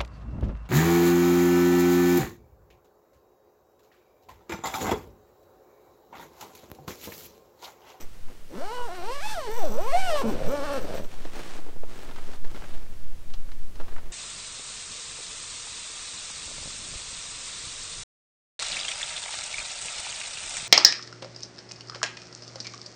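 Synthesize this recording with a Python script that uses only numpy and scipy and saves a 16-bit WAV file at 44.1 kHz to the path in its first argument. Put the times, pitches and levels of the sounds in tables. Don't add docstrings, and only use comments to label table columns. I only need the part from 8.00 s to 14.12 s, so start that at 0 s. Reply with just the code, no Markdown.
import sys
import numpy as np
from scipy import signal
from scipy.fft import rfft, irfft, next_fast_len
from scipy.io import wavfile
from scipy.ndimage import uniform_filter1d

SR = 44100
rng = np.random.default_rng(int(sys.argv[2]) if len(sys.argv) > 2 else 0)


def wav_record(signal):
    frames = np.transpose(np.atleast_2d(signal))
    bounded = np.clip(frames, -1, 1)
    quanta = np.round(bounded * 32767).astype(np.int16)
    wavfile.write(sys.argv[1], SR, quanta)


N = 269892


def undb(db):
    return 10 ** (np.asarray(db) / 20)


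def curves(rows):
    s, *columns = np.transpose(rows)
    order = np.argsort(s, kind="stable")
    return [np.interp(np.arange(N) / SR, s[order], c[order]) for c in columns]


def unit(x):
    return x / np.sqrt(np.mean(x ** 2) + 1e-20)


def steady(x, span_s):
    size = max(int(span_s * SR), 2)
    power = uniform_filter1d(uniform_filter1d(x ** 2, size), size)
    return x / np.sqrt(np.abs(power) + 1e-12)


def colour(x, points):
    hz, db = np.transpose(points)
    size = 2 * next_fast_len(len(x))
    f = np.maximum(np.arange(size // 2 + 1) * SR / size, 1e-3)
    gain = undb(np.interp(np.log(f), np.log(hz), db))
    cepstrum = irfft(np.log(gain))
    cepstrum[1:size // 2] *= 2
    cepstrum[size // 2 + 1:] = 0
    return irfft(rfft(x, size) * np.exp(rfft(cepstrum)))[:len(x)]


def resonate(x, hz, width_hz):
    b, a = signal.iirpeak(hz, hz / min(width_hz, SR / 4), fs=SR)
    return signal.lfilter(b, a, x)


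def ring(x, modes):
    return sum((-1) ** k * undb(db) * resonate(x, hz, width_hz)
               for k, (hz, width_hz, db) in enumerate(modes))


def walk(rate_hz):
    size = int(SR / rate_hz)
    steps = np.repeat(rng.standard_normal(N // size + 1), size)
    return unit(uniform_filter1d(steps, size)[:N])


def grains(rate_hz, spread_db):
    hits = rng.random(N) < rate_hz / SR
    size_db = spread_db * np.minimum(rng.exponential(size=N), 4)
    return hits * rng.choice([-1, 1], N) * undb(size_db)


def envelope(start_s, length_s, attack_s, release_s):
    t = np.arange(N) / SR - start_s
    return np.clip(t / attack_s, 0, 1) * np.exp(-np.clip((t - length_s) / release_s, 0, 20))


# (frequency [Hz], density [dB per Hz, relative])
NIGHT_SPECTRUM = [(59, -40), (100, 1), (270, -8.5), (438, -8.5), (497, -8), (808, -13.5), (1730, -15),
                  (7560, -22), (13600, -27), (15500, -28)]
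NIGHT_DB = -55
# (frequency [Hz], density [dB per Hz, relative])
SWAY_SPECTRUM = [(1, -5), (2.5, 6.5), (5.5, -4), (10, -11.5), (20, -24), (40, -39), (70, -42), (120, -50.5),
                 (300, -57), (1000, -110)]
# (time [s], level [dB])
SWAY_LEVEL = [(0, -25.5), (.6, -28.5), (1.5, -20), (2.4, -16), (3.5, -24.5), (4.5, -18.5), (6.1, -19.5)]


def night():
    sway_db, = curves(SWAY_LEVEL)
    hiss = unit(colour(rng.standard_normal(N), NIGHT_SPECTRUM)) * undb(NIGHT_DB)
    sway = unit(colour(rng.standard_normal(N), SWAY_SPECTRUM)) * undb(sway_db)
    return hiss + sway


# (frequency [Hz], width [Hz], level [dB])
TAB_MODES = [(5880, 260, 1), (7800, 220, -4), (14080, 240, 0)]
# (start [s], length [s], level [dB])
TAB_RATTLES = [(0.0, 0.011, -46.5), (1.21, .2, -65), (1.5, 0.062, -52), (1.562, 0.2, -51.5),
               (1.783, 0.099, -55), (2.169, 0.022, -47), (2.27, .04, -54), (2.46, 0.061, -53),
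               (2.73, 0.025, -56), (2.801, 0.036, -57.5), (2.935, 0.05, -55.5), (3.03, .02, -58)]
TAB_ATTACK_S, TAB_RELEASE_S, TAB_TREMBLE_DB = 0.0054, 0.019, -66


def pull_tab():
    shake = sum(undb(db) * envelope(start_s, length_s, TAB_ATTACK_S, TAB_RELEASE_S)
                for start_s, length_s, db in TAB_RATTLES)
    chatter = ring(grains(rate_hz=480, spread_db=2.5), TAB_MODES)
    return steady(chatter, 0.067) * (shake + undb(TAB_TREMBLE_DB) * moving())


# (frequency [Hz], level [dB])
FOLD_SPECTRUM = [(60, -31), (150, 1.5), (350, 3), (700, -3.5), (1300, -9.5), (2200, -14), (4000, -21),
                 (10000, -29.5)]
# (frequency [Hz], level [dB])
SWISH_SPECTRUM = [(200, -3.5), (800, -0.5), (1600, -2.5), (3500, -6), (6000, -11), (8500, -13.5),
                  (11000, -25), (15500, -46)]
# (start [s], length [s], folds [dB], swish [dB])
FLAP_SLIDES = [(0.0, 0.017, -46, -51.5), (0.127, 0.012, -74, -59), (0.258, 0.076, -52, -73),
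               (3.035, 0.29, -51.5, -51.5), (3.329, 0.073, -41.5, -46), (3.408, 0.15, -49.5, -46),
               (3.53, 0.18, -54, -61), (3.843, .24, -48, -51.5), (4.091, 0.26, -52.5, -52),
               (4.416, .1, -52.5, -59), (4.49, .27, -52, -53), (4.742, 0.2, -58, -64.5),
               (4.92, 0.72, -74, -76), (5.72, 0.24, -55.5, -58), (5.997, 0.13, -54, -70)]
SLIDE_SWELL_SHARE, SLIDE_RELEASE_S = 0.32, 0.031


def flap():
    buckle, slip = 0, 0
    for start_s, length_s, fold_db, swish_db in FLAP_SLIDES:
        push = envelope(start_s, length_s, SLIDE_SWELL_SHARE * length_s, SLIDE_RELEASE_S)
        buckle = buckle + undb(fold_db) * push
        slip = slip + undb(swish_db) * push
    folds = steady(colour(grains(rate_hz=520, spread_db=3.5), FOLD_SPECTRUM), .07)
    weave = unit(grains(rate_hz=1500, spread_db=3.5)) + .8 * rng.standard_normal(N)
    swish = unit(colour(weave, SWISH_SPECTRUM)) * undb(0.5 * walk(40))
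    return folds * buckle + swish * slip


# (time [s], tooth rate [Hz], force on the slider [dB])
SLIDER_MOTION = [
    [(0.48, 115, -17), (0.545, 168, 0.5), (0.655, 379.3, -1.5), (0.745, 507, -4.5), (0.865, 474.7, -4.5),
     (0.897, 335, -4), (0.954, 375.5, -2.5), (1.014, 334, -2)],
    [(1.15, 569.6, 0), (1.2, 568, -1.5), (1.232, 822, -1), (1.33, 885, 4), (1.36, 735, -2.5),
     (1.43, 529.7, -2), (1.485, 422.6, 0), (1.576, 494.3, -3), (1.7, 210, -1)],
    [(1.76, 225.2, -1.5), (1.89, 550.4, -0.5), (1.918, 554.3, 3), (1.94, 694.4, 1.5), (2.0, 786, 2.5),
     (2.064, 734, 3), (2.13, 611.7, 5.5), (2.213, 532.8, 5.5), (2.24, 231.4, 4), (2.3, 211.8, 9),
     (2.345, 118.5, 11)],
    [(2.42, 90, 13), (2.46, 139.8, 11), (2.5, 250.5, 2), (2.55, 293.4, 5.5), (2.606, 276.3, 4.5),
     (2.652, 303.4, 5.5), (2.7, 280.1, 7), (2.77, 268.1, 8.5), (2.81, 180.1, 4), (2.87, 135.3, 8),
     (2.98, 111.5, 14.5), (3.03, 80.3, 4), (3.06, 69.9, -16)],
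]


def moving(attack_s=.03, release_s=0.011):
    start_s, end_s = SLIDER_MOTION[0][0][0], SLIDER_MOTION[-1][-1][0]
    return envelope(start_s, end_s - start_s, attack_s, release_s)


def teeth(turns, scatter_db, slop):
    number = np.arange(1, int(turns[-1]))
    timing, strength = rng.standard_normal((2, len(number)))
    passing = number + np.interp(number, turns, slop) * timing
    at = np.interp(passing, turns, np.arange(N))
    size = undb(scatter_db * strength)
    taps = at.astype(int)[:, None] + np.arange(-5, 7)
    lag = taps - at[:, None]
    pulses = np.zeros(N)
    np.add.at(pulses, np.clip(taps, 0, N - 1), size[:, None] * np.sinc(lag) * np.sinc(lag / 6))
    return pulses


def tape(x, turns, ring_s, span_teeth):
    t = np.arange(SR // 40) / SR
    place = turns / span_teeth
    out = np.zeros(N + len(t))
    for k, chance in enumerate(rng.standard_normal((int(place[-1]) + 2, len(t)))):
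        near = np.flatnonzero(np.abs(place - k) < 1)
        if len(near):
            echoes = chance * np.exp(-t / ring_s)
            echoes *= .8 / np.linalg.norm(echoes)
            echoes[0] += .6
            fade = np.cos(np.pi / 2 * (place[near] - k))
            part = signal.fftconvolve(x[near] * fade, echoes)
            out[near[0]:near[0] + len(part)] += part
    return out[:N]


# (frequency [Hz], level [dB])
TAUT_RESPONSE = [(150, -4), (300, -8.5), (480, 1), (700, 2), (1050, -1.5), (1500, -9.5), (1900, -21.5),
                 (3000, -18)]
# (time [s], length [s], resonance [Hz], boost [dB])
PANEL_BOOMS = [(0.54, 0.052, 310, 13), (0.595, .06, 235, 13.5), (0.765, 0.37, 3140, 19.5),
               (0.78, 0.24, 1460, 12.5), (1.264, 0.036, 831, 16), (1.26, 0.069, 1650, 13),
               (1.376, 0.065, 661, 9.5), (1.505, 0.094, 430, 8.5), (1.64, 0.084, 630, 11),
               (1.792, .035, 580, 11.5), (1.958, 0.074, 710, 14), (1.995, 0.17, 2300, 28),
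               (2.08, .1, 2780, 14), (2.115, 0.12, 642.5, 8.5), (2.266, 0.094, 224.7, 11.5),
               (2.3, 0.046, 650, 7), (2.54, 0.056, 589.6, 5), (2.684, 0.28, 1390, 11),
               (2.754, 0.12, 521, 6.5)]
UPPER_PARTIALS_DB = -12.5
BOOM_WIDTH_OCTAVES = 0.37


def singing(hz, turns, waver_db, jitter_turns, count=6):
    t = np.arange(N) / SR
    taut_hz, taut_db = np.transpose(TAUT_RESPONSE)
    out = 0
    for k in range(1, count + 1):
        pitch = np.log2(k * hz)
        db = np.interp(pitch, np.log2(taut_hz), taut_db) + UPPER_PARTIALS_DB * (k > 2)
        for s, length_s, boom_hz, boost_db in PANEL_BOOMS:
            near = np.abs(t - s) < 2 * length_s
            in_time = (2 * (t[near] - s) / length_s) ** 2
            in_pitch = ((pitch[near] - np.log2(boom_hz)) / BOOM_WIDTH_OCTAVES) ** 2
            db[near] += boost_db * np.exp(-in_time - in_pitch)
        phase = 2 * np.pi * (k * turns + jitter_turns * walk(350))
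        out = out + undb(db + waver_db * walk(39.97)) * np.sin(phase)
    return out


# (frequency [Hz], width [Hz], level [dB])
PANEL_MODES = [(111, 183, 11), (247, 175, -13.5), (330, 160, -16), (582, 156, 12.5), (745, 36, -31)]
# (frequency [Hz], level [dB])
TOOTH_SPECTRUM = [(200, -1), (550, -8.5), (850, 6.5), (1250, 3.5), (1750, 2), (2300, -1), (2950, -2.5),
                  (4200, -5), (5500, -11), (8000, -21), (15000, -42)]
# (frequency [Hz], level [dB])
RUB_SPECTRUM = [(80, -14), (250, 2), (700, -8), (1500, -6), (2500, -5.5), (4000, -6), (5600, -0.5),
                (6800, -6.5), (8400, -3), (10500, -12), (13000, -11.5), (16000, -31)]
# (time [s], level [dB])
PANEL_RADIATION = [(0.5, -9.5), (0.7, -5), (0.82, -5), (1.0, -5.5), (1.22, -6.5), (1.5, -6), (1.7, -2.5),
                   (1.87, -4.5), (2.26, 1.5), (2.38, 0), (2.52, 1.5), (2.7, -4.5), (2.9, -2.5)]
REFERENCE_HZ = 500
RASP_DB, RASP_DB_PER_OCTAVE = -45.5, 5.5
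RUB_DB, RUB_DB_PER_OCTAVE, RUB_FORCE_SHARE = -49.5, 7, 0.82
KNOCK_DB, KNOCK_DB_PER_OCTAVE, KNOCK_FORCE_SHARE = -30, 3.5, 0.41
SONG_DB, KNOCK_BELOW_HZ, CREAK_SHARE = -32.5, 272, 0.37


def zipper():
    hz, force_db = curves(np.vstack(SLIDER_MOTION))
    panel_db, = curves(PANEL_RADIATION)
    octaves = np.log2(hz / REFERENCE_HZ)
    rasp_db = RASP_DB + RASP_DB_PER_OCTAVE * octaves + force_db
    rub_db = RUB_DB + RUB_DB_PER_OCTAVE * octaves + RUB_FORCE_SHARE * force_db
    glide = 1 / (1 + (185 / hz) ** 8)
    catch = 1 - glide
    stumble = (.010 + .11 * catch) * walk(250) + .013 * walk(55)
    turns = np.cumsum(hz * np.exp(stumble)) / SR

    song = singing(hz, turns, waver_db=3.0, jitter_turns=0.036)
    song *= np.sqrt(glide) * undb(SONG_DB + panel_db)
    song *= 1 + .17 * walk(600)

    slow = 1 / (1 + (hz / KNOCK_BELOW_HZ) ** 10)
    knock_db = KNOCK_DB + KNOCK_DB_PER_OCTAVE * octaves + KNOCK_FORCE_SHARE * force_db
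    knock_db += panel_db - 2.9 * glide
    knocks = teeth(turns, scatter_db=3.2, slop=.06 + .11 * catch)
    knocks = unit(tape(knocks, turns, ring_s=0.0022, span_teeth=5))
    creaks = CREAK_SHARE * catch * unit(grains(rate_hz=900, spread_db=4))
    knock = steady(ring(knocks + creaks, PANEL_MODES), 0.042) * undb(knock_db) * slow

    pulses = teeth(turns, scatter_db=1.8, slop=.015 + .1 * catch)
    snaps = steady(tape(pulses, turns, ring_s=.004, span_teeth=44), .04)
    grind = unit(grains(rate_hz=2500, spread_db=3))
    contact = (.45 + .55 * glide) * snaps + .9 * catch * grind
    rasp = steady(colour(contact, TOOTH_SPECTRUM), .04) * undb(rasp_db + 1 + 2 * glide)

    moderate = glide / (1 + (hz / 560) ** 6)
    buzz = resonate(resonate(snaps, 810, 1080), 810, 870)
    rasp += steady(buzz, 0.086) * undb(rasp_db - 3.6) * moderate

    spurts = rng.standard_normal(N) * (1.5 + np.exp(-(turns % 1) / .4))
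    rub = steady(colour(spurts, RUB_SPECTRUM), .04) * undb(rub_db + .8 * walk(50))
    return moving() * (knock + song + rasp + rub)


# (time [s], crack [dB], thud of the sheet [dB], crisp snap [dB])
CREASE_SNAPS = [(3.043, -52, -40.5, -53), (3.142, -62, -54, -61), (3.251, -51, -35, -49),
                (3.585, -56, -38, -58), (3.664, -65, -42, -66), (3.686, -67, -40.5, -70),
                (3.728, -61, -48, -66), (3.761, -70, -43, -67), (3.834, -56, -36, -69),
                (4.091, -45, -42, -61), (4.111, -43, -56, -54), (4.161, -43.5, -67, -52),
                (4.184, -42.5, -54, -59), (4.288, -50, -41, -61), (4.334, -47, -49, -51),
                (4.445, -48, -45, -58), (4.546, -44.5, -39.5, -55), (4.56, -46, -46, -53),
                (4.621, -43, -57, -60.5), (4.64, -43, -49, -63), (5.301, -58, -57, -56),
                (5.337, -48, -61, -43.5), (5.49, -53, -65, -70), (5.517, -50.5, -54, -51),
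                (5.756, -65, -51, -52), (5.8, -47, -36, -72), (5.811, -47, -49, -56),
                (5.882, -46, -50, -70), (5.923, -52, -49, -65), (5.962, -43, -56, -65),
                (5.981, -42.5, -58, -63)]
CRACK_S, CRACKLE_S, CRACKLE_DB = 0.007, 0.04, -19


def creases():
    out = np.zeros(N + SR)
    t = np.arange(SR // 10) / SR
    decay = np.exp(-t / CRACK_S) + undb(CRACKLE_DB) * np.exp(-t / CRACKLE_S)
    for s, *levels_db in CREASE_SNAPS:
        crackle = rng.standard_normal((3, len(t))) * decay
        crack = resonate(resonate(crackle[0], 510, 690), 1460, 1200)
        thud = resonate(resonate(crackle[1], 240, 540), 395, 450)
        snap = resonate(resonate(crackle[2], 3200, 2800), 3800, 3800)
        start = int(s * SR)
        for part, db in zip((crack, thud, snap), levels_db):
            level = undb(db) * np.sqrt(CRACK_S * SR) / np.linalg.norm(part)
            out[start:start + len(t)] += level * part
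    return out[:N]


def scene():
    return (night() + pull_tab() + flap() + zipper() + creases())[None]


TOP_HZ = 15700


def record(dry):
    low_pass = signal.ellip(10, .2, 80, TOP_HZ, fs=SR, output="sos")
    return signal.sosfilt(low_pass, dry)


dry = scene()
out = record(dry)
wav_record(out)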